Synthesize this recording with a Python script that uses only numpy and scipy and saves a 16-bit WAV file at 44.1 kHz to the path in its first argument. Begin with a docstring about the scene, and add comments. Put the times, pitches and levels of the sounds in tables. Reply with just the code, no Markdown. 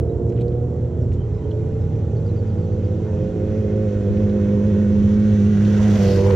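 """Three motorcycles on a country road.

Their exhaust orders waver in the moving air over a low rumble; the leading four-cylinder passes close
with a rush of tyres and chain. Small birds whistle far off, something ticks nearby, and wind puffs
on the two ports of a microphone on the verge."""
import sys
import numpy as np
from scipy import signal
from scipy.fft import rfft, irfft, next_fast_len
from scipy.io import wavfile
from scipy.ndimage import uniform_filter1d

SR = 44100
rng = np.random.default_rng(int(sys.argv[2]) if len(sys.argv) > 2 else 0)


def unload_audio(sound):
    """Save the sound as a 16-bit wav file, at the path given as the first command line argument."""
    columns = np.transpose(np.atleast_2d(sound))
    # keep every value between -1 and 1, then stretch to whole-number steps
    steps = np.round(np.clip(columns, -1, 1) * 32767)
    wavfile.write(sys.argv[1], SR, steps.astype(np.int16))


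N = 280211
T = np.arange(N) / SR
FFT_SIZE = next_fast_len(N + SR // 4)
BIN_HZ = np.maximum(np.arange(FFT_SIZE // 2 + 1) * SR / FFT_SIZE, 1)
SPEED_M_S, PASS_S, KERB_M = 10.2, 6.03, 4.07


def undb(db):
    """Decibels to gain."""
    return 10 ** (np.asarray(db) / 20)


def curves(table):
    """(time, values...) rows to one per-sample curve for each value."""
    times, *cols = np.transpose(table)
    return [np.interp(T, times, col) for col in cols]


def on_bins(points):
    """(frequency, value) rows on the FFT bins, straight on a log axis."""
    hz, value = np.transpose(points)
    return np.interp(np.log(BIN_HZ), np.log(np.maximum(hz, 1)), value)


def walk(rate_hz):
    """Random levels held for 1 / rate_hz and smoothed twice; spread near 1."""
    hold = int(SR / rate_hz)
    steps = np.repeat(rng.standard_normal(N // hold + 1), hold)
    return 1.3 * uniform_filter1d(uniform_filter1d(steps, hold), hold)[:N]


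def resonate(x, hz, width_hz, order):
    """Band-pass about hz."""
    band = signal.butter(order, [hz - width_hz / 2, hz + width_hz / 2], "band", fs=SR, output="sos")
    return signal.sosfilt(band, x)


def passing(start_db, rise_db_s, close_db, power, behind_m):
    """Gain: a slow trend plus a 1 / distance ** power swell as the leader goes by."""
    distance_m = np.hypot(SPEED_M_S * (T - PASS_S) - behind_m, KERB_M)
    return np.hypot(undb(start_db + rise_db_s * T), undb(close_db) * (KERB_M / distance_m) ** power)


# (frequency [Hz], coherence of the two ports [0-1])
COHERENCE = [(60, 1), (550, 0.96), (720, 0), (1100, 0.7), (1500, .92), (2000, 0.7), (3500, 0.8),
             (4400, 0.6), (4950, 0.2), (5500, 0.95), (6300, 0.2), (6800, .15), (9000, 0.4)]


def noise(spectrum, flicker_db, rate_hz, bands):
    """Coloured stereo noise, rms 1; each band flickers on its own."""
    coherence, gain = on_bins(COHERENCE), undb(on_bins(spectrum))
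    mid = rfft(rng.standard_normal(FFT_SIZE)) * gain * np.sqrt(1 + coherence)
    side = rfft(rng.standard_normal(FFT_SIZE)) * gain * np.sqrt(1 - coherence)
    edges = np.searchsorted(BIN_HZ, np.geomspace(spectrum[0][0], spectrum[-1][0], bands + 1))
    out = 0
    for lo, hi in zip(edges, edges[1:]):
        band = np.zeros((2, len(BIN_HZ)), complex)
        band[:, lo:hi] = mid[lo:hi] + side[lo:hi], mid[lo:hi] - side[lo:hi]
        out += irfft(band, FFT_SIZE)[:, :N] * undb(flicker_db * walk(rate_hz))
    return out / np.sqrt(np.mean(out ** 2))


def exhaust(hz, orders, rms_dbs, waver_db, waver_rad, rate_hz):
    """Orders of one shaft; eddies shake level and phase, the phase more in high orders."""
    cycles = np.cumsum(hz) / SR
    out = 0
    for k, db in zip(orders, rms_dbs):
        gain = np.sqrt(2) * undb(db + waver_db * walk(rate_hz))
        phase = 2 * np.pi * (k * cycles + rng.random())
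        out += gain * np.sin(phase + waver_rad * np.sqrt(k) * walk(rate_hz))
    return out


# Jolts as the rear wheel rides the rough road: (time [s], engine cycle rate as heard [Hz])
LEAD_REVS = [(0, 60.06), (.5, 59.91), (.75, 60.67), (1.1, 57.26), (1.6, 56.47), (2.05, 55.47), (2.5, 54.1),
             (3.05, 53.66), (3.24, 51.87), (3.29, 52.87), (3.42, 52.3), (3.59, 53.67), (3.68, 51.78),
             (3.85, 53.46), (3.9, 50.61), (3.97, 51.72), (4.01, 50.69), (4.16, 51.02), (4.21, 52.73),
             (4.29, 50.83), (4.35, 52.07), (4.42, 50.7), (4.55, 51.56), (4.59, 50.37), (4.68, 53.12),
             (4.74, 50.3), (4.81, 52.3), (4.86, 50.66), (4.94, 52.18), (4.98, 50.95), (5.22, 52.46),
             (5.37, 52.19), (5.43, 50.25), (5.5, 52.53), (5.59, 50.73), (5.64, 51.84), (5.79, 51.34),
             (5.85, 52.8), (5.91, 50.9), (5.96, 51.9), (6.0, 49.5), (6.1, 49.34), (6.16, 48.47),
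             (6.28, 49.6), (6.35, 48.1)]
# (time [s], order 2 rms [dB], firing order 4 rms [dB], swell of the upper orders [dB])
LEAD_LEVELS = [(0, -31, -42, 2), (.55, -25.5, -45, 2.5), (.65, -24.5, -41, -2.5), (.8, -26, -39.5, -3),
               (1.1, -29, -41.5, -2), (1.6, -25.5, -43.5, -1.5), (2.05, -27.5, -37, -2),
               (2.5, -24, -32, -4.5), (3.05, -29, -33, -2), (3.25, -28.5, -33, 1), (3.6, -24.5, -26, 0.5),
               (3.85, -22.5, -25.5, 1.5), (4.02, -24.5, -26.5, 1.5), (4.2, -24, -20, -0.5),
               (4.45, -24.5, -20, 1), (4.8, -23, -17, 0), (5.2, -22.5, -16, -2.5), (5.45, -18.5, -16, -2),
               (5.85, -18, -15.5, -5), (5.96, -18, -17, -3), (6.01, -17, -16.5, -1), (6.17, -17, -23, 0.5),
               (6.35, -16, -22.5, 2)]
UPPER_ORDERS = (6, 7, 8, 10, 12, 14)
# Base level per upper order: (far [dB], near [dB], pipe end in view [dB], slope after the pass [dB/s])
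UPPER_LEVELS = [(-38, -36, -43, 13), (-47, -35, -38, 9.5), (-42, -32.5, -29.5, 9), (-55, -32.5, -23, -1),
                (-58.5, -50, -35, -12), (-58.5, -54, -40.5, -54)]
# (order, level re order 6 [dB])
WEAK_ORDERS = [(1, -8), (3, -8.5), (5, -8), (9, -16.5), (11, -17), (13, -25)]
# Band cancelled by the bounce off the road: (time [s], centre [Hz])
ROAD_NOTCH = [(4.0, 915), (4.9, 703), (5.53, 549), (5.74, 406), (5.95, 332), (6.1, 287)]


def lead_bike():
    """Four-cylinder that steadies as it nears and misfires once; returns sound and crank turns."""
    far_firing_db, near_firing_db = -44.5, -24.5
    misfire_s, misfire_half_s, misfire_depth = 5.982, 0.011, 0.75
    hz, notch_hz = curves(LEAD_REVS)[0], curves(ROAD_NOTCH)[0]
    second_db, firing_db, swell_db = curves(LEAD_LEVELS)
    crank_turns = 2 * np.cumsum(hz) / SR
    nearness = np.clip((firing_db - far_firing_db) / (near_firing_db - far_firing_db), 0, 1)
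    waver = 1 - 0.62 * nearness
    upper_dbs = []
    for k, (far_db, near_db, pipe_db, slope_db_s) in zip(UPPER_ORDERS, UPPER_LEVELS):
        in_view = (1 + np.tanh((T - 6.42 + 0.047 * k) / 0.034)) / 2  # earlier for high orders
        base_db = far_db + (near_db - far_db) * nearness + (pipe_db - near_db) * in_view
        after_db = slope_db_s * np.maximum(T - PASS_S, 0)
        fading_db = 3 * waver * walk(7.3)
        notch_db = -7 * np.exp(-(np.log2(k * hz / notch_hz) / 0.17) ** 2)
        upper_dbs.append(base_db + after_db + swell_db + fading_db + notch_db)
    low = exhaust(hz, (2, 4), (second_db, firing_db), 1.3 * waver, 0.3 * waver, rate_hz=18)
    # Uneven firings roughen the upper orders.
    rasp = exhaust(hz, UPPER_ORDERS, upper_dbs, waver_db=1.6, waver_rad=0.1, rate_hz=45)
    weak_dbs = [upper_dbs[0] + db for _, db in WEAK_ORDERS]
    weak = exhaust(hz, [k for k, _ in WEAK_ORDERS], weak_dbs, waver_db=2.5, waver_rad=0.28, rate_hz=18)
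    misfire = 1 - misfire_depth * np.exp(-((T - misfire_s) / misfire_half_s) ** 2)
    return (low + rasp + weak + exhaust_pops(crank_turns)) * misfire, crank_turns


# (time [s], tyre roar left minus right [dB], chain whirr [dB], low pop rms [dB], high pop rms [dB])
PASS_BY = [(3.5, 1, -100, -65, -65), (4.5, -1, -95, -62, -52.5), (5.1, -1.5, -96.5, -64.5, -53.5),
           (5.45, 0, -82, -66.5, -66.5), (5.7, -2.5, -70, -48, -55.5), (5.8, -6.5, -67.5, -43, -44.5),
           (5.9, -1.5, -63.5, -39.5, -42.5), (5.96, -1, -54, -39, -48), (6.11, 2.5, -43, -43, -50.5),
           (6.25, 14.5, -47.5, -52.5, -37.5), (6.35, 21.5, -78.5, -47.5, -41)]
# (centre [Hz], width [Hz])
PIPE_RESONANCES = [(700, 200), (930, 220)]


def exhaust_pops(crank_turns):
    """One uneven puff per crank turn rings the pipe's upper resonances."""
    jitter_s, scatter_db = 0.0005, 3.5
    onsets = np.flatnonzero(np.diff(np.floor(crank_turns)))
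    timing, strength = rng.standard_normal((len(onsets), 2)).T
    onsets += (jitter_s * SR * timing).astype(int)
    puffs = np.zeros(N)
    puffs[np.clip(onsets, 0, N - 1)] = undb(scatter_db * strength)
    out = 0
    for (hz, width_hz), db in zip(PIPE_RESONANCES, curves(PASS_BY)[2:]):
        ring = resonate(puffs, hz, width_hz, order=2)
        out += undb(db) * ring / ring.std()
    return out


# (time [s], firing rate [Hz], order 1 rms [dB], order 3 rms [dB], order 4 rms [dB])
CHASER_RUN = [(0, 113.7, -29.5, -40, -34), (.45, 118.7, -27.5, -40.5, -33), (.8, 121.5, -33, -52.5, -36),
              (1.05, 129.3, -24.5, -41, -45.5), (1.3, 138.2, -35, -37.5, -61.5),
              (1.55, 143.8, -32.5, -34, -45.5), (2.1, 152.6, -30.5, -38, -60),
              (2.85, 167, -36.5, -35.5, -58.5), (3.7, 178.6, -31.5, -37.5, -68)]


def chasing_bike():
    """Accelerates far behind, sweeping three orders past a pipe resonance, then fades out."""
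    ring_orders, ring_hz, ring_half_width_hz = (4.5, 5, 5.5), 790, 120
    hz, first_db, third_db, fourth_db = curves(CHASER_RUN)
    dbs = [first_db, -45.5, third_db, fourth_db, fourth_db - 17]
    carry_db = -56 - 10 * ((T - 2.24) / 0.9) ** 2
    for k in ring_orders:
        detune_db = -10 * ((k * hz - ring_hz) / ring_half_width_hz) ** 2
        dbs.append(carry_db + detune_db + 2.5 * walk(6))
    fade = np.clip((CHASER_RUN[-1][0] - T) / 0.27, 0, 1)
    orders = (1, 2, 3, 4, 6, *ring_orders)
    return fade * exhaust(hz, orders, dbs, waver_db=2.2, waver_rad=0.4, rate_hz=24.01)


# (time [s], firing rate [Hz], order 1 rms [dB])
DEEP_RUN = [(0, 79, -32), (.9, 83, -28.5), (1.9, 88, -28), (2.7, 92, -24.5), (3.2, 92.5, -26),
            (3.7, 92, -31.5), (4.3, 91, -31), (5, 90, -22), (5.6, 88, -33.5), (6.35, 87, -30)]


def deep_bike():
    """A slower engine: firing tone and its octave."""
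    hz, first_db = curves(DEEP_RUN)
    return exhaust(hz, (1, 2), (first_db, -38.5), waver_db=0.83, waver_rad=0.1, rate_hz=11)


def throb(crank_turns):
    """Gain that pulses once per crank turn."""
    return 1 + 0.18 * np.cos(2 * np.pi * crank_turns)


# (frequency [Hz], relative density [dB])
TYRE_SPECTRUM = [(900, -19), (1030, -3), (1250, -2.5), (1500, 2.5), (1740, -2.5), (1920, 0.5), (2150, -4.5),
                 (2550, -6.5), (2750, -33)]
# (time [s], level offset [dB])
TYRE_SWELL = [(0, 0), (1.8, -0.5), (2.7, -1.5), (3.5, 1.5), (4.3, 1.5), (5.0, 1), (5.5, 0), (6.35, 0.5)]
# (time [s], lag [ms], gain [0-1])
BANK_ECHO = [(0, 2.6, 0), (1, 2.6, .1), (1.5, 2.59, .6), (3.5, 2.58, .65), (5.2, 2.44, .6), (5.7, 2.3, .1),
             (6.35, 2.3, .1)]


def tyre_roar(crank_turns):
    """Throbbing roar, combed by an echo off the road bank until close; leaves on the left."""
    lag_ms, echo_gain = curves(BANK_ECHO)
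    roar = noise(TYRE_SPECTRUM, flicker_db=0.94, rate_hz=16, bands=3)
    roar *= throb(crank_turns) * undb(curves(TYRE_SWELL)[0])
    # The bank is too low to reflect long waves.
    reflected = signal.sosfilt(signal.butter(4, 2100, "high", fs=SR, output="sos"), roar)
    echo = np.array([np.interp(T - lag_ms / 1000, T, side) for side in reflected])
    gain = passing(start_db=-64, rise_db_s=2.5, close_db=-41, power=2.5, behind_m=-0.8)
    pan_db = curves(PASS_BY)[0]
    return gain * undb([pan_db / 2, -pan_db / 2]) * (roar + echo_gain * echo)


# Each: (frequency [Hz], relative density [dB])
RUSH_SPECTRUM = [(2350, -22), (2600, 2.5), (3400, 1), (4100, -3.5), (4600, -4.5), (5000, -6.5), (6100, 0),
                 (7000, -6.5), (7600, -11), (8200, -17.5), (8800, -36)]
HISS_SPECTRUM = [(7800, -18.5), (8300, -6.5), (9500, -11), (10500, -9), (12000, -9), (13500, -11),
                 (14800, -13), (15700, -23)]
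SIZZLE_SPECTRUM = [(10000, -20), (11500, -5), (12600, -1.5), (13600, -5), (14500, -21.5)]
WHIRR_SPECTRUM = [(3700, -20), (4200, 1), (5300, -1.5), (5900, -18)]


def tyre_and_chain_rush():
    """Tyre rush and hiss, chain sizzle and whirr; grittier up close, panned less than the roar."""
    pan_db, whirr_db = curves(PASS_BY)[:2]
    rush = noise(RUSH_SPECTRUM, flicker_db=0.81, rate_hz=23, bands=6)
    rush *= passing(start_db=-69.5, rise_db_s=3, close_db=-42, power=2.5, behind_m=0)
    hiss = noise(HISS_SPECTRUM, flicker_db=1.5, rate_hz=15, bands=3)
    hiss *= passing(start_db=-88.5, rise_db_s=0.85, close_db=-59.5, power=2.8, behind_m=1)
    sizzle = noise(SIZZLE_SPECTRUM, flicker_db=1.5, rate_hz=20, bands=2)
    sizzle *= passing(start_db=-105, rise_db_s=0.5, close_db=-65, power=4, behind_m=0)
    whirr = undb(whirr_db) * noise(WHIRR_SPECTRUM, flicker_db=0.92, rate_hz=17, bands=2)
    grit_db = 1.5 * walk(200) * passing(start_db=-20, rise_db_s=0, close_db=0, power=1, behind_m=0)
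    pan = undb([0.095 * pan_db, -0.095 * pan_db])
    return pan * undb(grit_db) * (rush + hiss + sizzle + whirr)


# (frequency [Hz], relative density [dB])
THUD_SPECTRUM = [(20, -11.5), (30, 0), (55, 1.5), (75, -13)]


def air_thud():
    """Air pushed aside by the passing bike."""
    gain = passing(start_db=-51.5, rise_db_s=1, close_db=-30.5, power=3, behind_m=5)
    return gain * noise(THUD_SPECTRUM, flicker_db=2, rate_hz=8, bands=1)


# Each: (frequency [Hz], relative density [dB])
RUMBLE_SPECTRUM = [(18, -40), (28, -26), (54, -6), (102, 1), (220, -12.5), (260, -14.5), (350, -14.5),
                   (480, -14), (600, -23), (680, -55)]
GROWL_SPECTRUM = [(540, -17), (620, 2), (690, -5.5), (760, 0), (1000, -6.5), (1100, -20)]


def exhaust_rumble(crank_turns):
    """Rumble and throbbing growl of far exhausts, swelling at the pass."""
    rumble = noise(RUMBLE_SPECTRUM, flicker_db=1.6, rate_hz=5.5, bands=4)
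    rumble *= passing(start_db=-25.3, rise_db_s=-0.05, close_db=-25, power=4, behind_m=2)
    growl = noise(GROWL_SPECTRUM, flicker_db=2.2, rate_hz=6.9, bands=3)
    growl *= passing(start_db=-52, rise_db_s=0.12, close_db=-40, power=3, behind_m=0)
    return rumble + throb(crank_turns) * growl


# (frequency [Hz], relative density [dB])
TRAFFIC_SPECTRUM = [(1000, -12), (1100, 0), (1400, -3), (1600, -13.5)]


def far_traffic():
    """Distant tyres, slowly growing louder."""
    return undb(-62 + 0.31 * T) * noise(TRAFFIC_SPECTRUM, flicker_db=0.99, rate_hz=15, bands=1)


# (time [s], peak [dB], centre [Hz], length [s], width [Hz])
NEAR_TICKS = [(0.29, -55, 6170, .008, 2000), (0.301, -49, 2600, 0.002, 2000),
              (0.322, -47, 2500, .003, 2010), (0.364, -46, 2920, 0.001, 1790),
              (0.376, -46, 2490, 0.0013, 1500), (0.386, -45, 2000, 0.0022, 1500),
              (0.398, -49, 3220, 0.0022, 1500), (0.408, -45, 3050, 0.0035, 1800),
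              (0.416, -41.5, 3200, 0.0019, 2000), (0.41, -52, 7100, .005, 1980),
              (0.481, -46, 3800, 0.0013, 3500), (.521, -48, 2580, 0.0018, 2000),
              (1.119, -42.5, 2000, 0.0011, 1800), (1.123, -51, 6160, 0.017, 3500),
              (1.135, -52, 3600, .012, 1500), (1.508, -52, 3950, 0.0016, 695.6),
              (1.512, -42, 3170, 0.0032, 447), (4.166, -45, 2600, 0.0081, 2000),
              (4.293, -42, 3200, 0.004, 2500), (5.649, -36.5, 3170, 0.008, 2000),
              (5.728, -42, 5330, 0.0059, 2000), (6.052, -36, 5770, 0.004, 1800),
              (6.298, -47, 6300, .005, 2480), (6.306, -29, 2220, .004, 2500)]


def ticks():
    """Short noise bursts, each in one resonance, with a faint tail."""
    out = np.zeros(N)
    t = np.arange(SR // 12) / SR
    for start_s, peak_db, hz, length_s, width_hz in NEAR_TICKS:
        strike = t / length_s * np.exp(-2 * t / length_s)
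        tail = 0.12 * np.tanh(t / length_s) * np.exp(-t / 0.007)
        burst = resonate(rng.standard_normal(len(t)) * (strike + tail), hz, width_hz, order=3)
        slot = out[int(start_s * SR):][:len(t)]
        slot += undb(peak_db) * burst[:len(slot)] / np.abs(burst).max()
    return out


# (time [s], length [s], start pitch [Hz], end pitch [Hz], level [dB])
BIRD_CALLS = [(0.088, 0.04, 3930, 3880, -72), (.288, 0.055, 4060, 4060, -72),
              (0.996, 0.052, 5640, 5300, -73), (1.18, 0.081, 3060, 3170, -66),
              (1.333, .055, 5300, 5200, -71), (1.34, 0.05, 4000, 3980, -74),
              (1.413, 0.064, 3070, 3020, -70), (1.796, 0.048, 5280, 5100, -73),
              (1.79, 0.071, 3900, 3860, -72), (1.906, 0.056, 5350, 5400, -75),
              (1.94, 0.062, 3130, 3150, -74), (2.149, 0.038, 4700, 3980, -66),
              (2.248, 0.055, 4802, 3850, -65), (2.359, 0.043, 4780, 4148, -64),
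              (2.464, 0.056, 4870, 3980, -68), (2.575, 0.074, 4740, 4030, -69),
              (2.715, 0.053, 4612, 3803, -70), (2.835, 0.055, 4650, 3900, -70),
              (2.96, 0.051, 4830, 3980, -73)]
# (lag [s], gain [dB])
TREE_ECHOES = [(.007, -8), (.013, -10), (.022, -10)]


def birds():
    """Far, fluttering whistles that echo off the trees; wider glides warble more."""
    calls = np.zeros(N)
    flutter, warble = walk(220), walk(200)
    for start_s, length_s, start_hz, end_hz, db in BIRD_CALLS:
        progress = np.linspace(0, 1, int(length_s * SR))
        span = slice(int(start_s * SR), int(start_s * SR) + len(progress))
        glide_hz = start_hz + (end_hz - start_hz) * progress ** 2
        warble_depth = 0.011 + 0.06 * abs(end_hz / start_hz - 1)
        phase = 2 * np.pi * np.cumsum(glide_hz * (1 + warble_depth * warble[span])) / SR
        flutter_db = 5 * (flutter[span] - flutter[span].mean())
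        envelope = np.sqrt(np.sin(np.pi * progress ** 0.7) + 1e-9)
        calls[span] += np.sqrt(2) * undb(db - 2 + flutter_db) * envelope * np.sin(phase)
    return calls + sum(undb(db) * np.roll(calls, int(lag_s * SR)) for lag_s, db in TREE_ECHOES)


# (frequency [Hz], relative density [dB])
BUFFET_SPECTRUM = [(20, -8), (35, 13.5), (80, 7), (130, -20), (200, -46)]
# (time [s], peak [dB], frequency [Hz], decay [s])
WIND_PUFFS = [(4.096, -21, 80.2, 0.015), (4.44, -40, 72, .03), (4.898, -33.5, 87, .05),
              (5.199, -34.5, 80, .04), (6.21, -41, 75, .03)]


def wind():
    """Low buffeting and single puffs push the two ports opposite ways."""
    spectrum = rfft(rng.standard_normal(FFT_SIZE)) * undb(on_bins(BUFFET_SPECTRUM))
    buffet = irfft(spectrum, FFT_SIZE)[:N] * undb(4 * walk(5))
    out = undb(-44.5) * buffet / np.sqrt(np.mean(buffet ** 2))
    for start_s, peak_db, hz, decay_s in WIND_PUFFS:
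        age = np.maximum(T - start_s, 0) / decay_s
        out += undb(peak_db) * age * np.exp(1 - age) * np.sin(2 * np.pi * hz * (T - start_s))
    return np.array([out, -out])


# (frequency [Hz], left minus right [dB])
PORT_BALANCE = [(60, -3.5), (100, -1), (170, -2), (300, -3), (520, -6), (740, -4.5), (830, -3),
                (1400, -1.5), (1620, -3), (3000, -1.5), (4700, -1), (5400, -1.5), (6800, 3.5), (7400, 3),
                (8000, 7.5), (9000, -1.5)]
# (frequency [Hz], left phase lead [rad])
PORT_PHASE = [(600, 0.098), (950, 0.26), (1380, 1), (1720, 0.27), (2500, 0.0033), (3100, 0.21),
              (4050, 0.23)]


def housing(air):
    """The microphone housing shifts level and phase between the ports."""
    tilt = undb(on_bins(PORT_BALANCE) / 2) * np.exp(0.5j * on_bins(PORT_PHASE))
    response = np.array([tilt, 1 / tilt]) * 2 / np.abs(tilt + 1 / tilt)
    padded = np.pad(air, ((0, 0), (0, FFT_SIZE - N)), "reflect")
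    return irfft(rfft(padded) * response, FFT_SIZE)[:, :N]


def scene():
    """Bikes, road noise, ticks and birds through the housing, plus wind on the ports."""
    leader, crank_turns = lead_bike()
    engines = leader + chasing_bike() + deep_bike()
    gust = undb(0.44 * walk(16))
    road = gust * tyre_roar(crank_turns) + air_thud() + exhaust_rumble(crank_turns)
    road += gust * tyre_and_chain_rush() + far_traffic()
    return housing(engines + road + ticks() + birds()) + wind()


# (frequency [Hz], relative density [dB])
SELF_NOISE_SPECTRUM = [(2000, -21.5), (3000, 1.5), (5000, -3.5), (6800, -3.5), (7500, 6.5), (7900, -6),
                       (8200, -25.5), (15000, -42)]


def record(dry):
    """The microphone adds its own hush, rounds the loudest peaks and cuts the top."""
    hush = undb(-70.5) * noise(SELF_NOISE_SPECTRUM, flicker_db=0.6, rate_hz=16, bands=4)
    rounded = np.tanh(1.16 * (dry + hush)) / 1.103
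    return signal.sosfilt(signal.ellip(8, 0.2, 70, 15700, fs=SR, output="sos"), rounded)


dry = scene()
out = record(dry)
unload_audio(out)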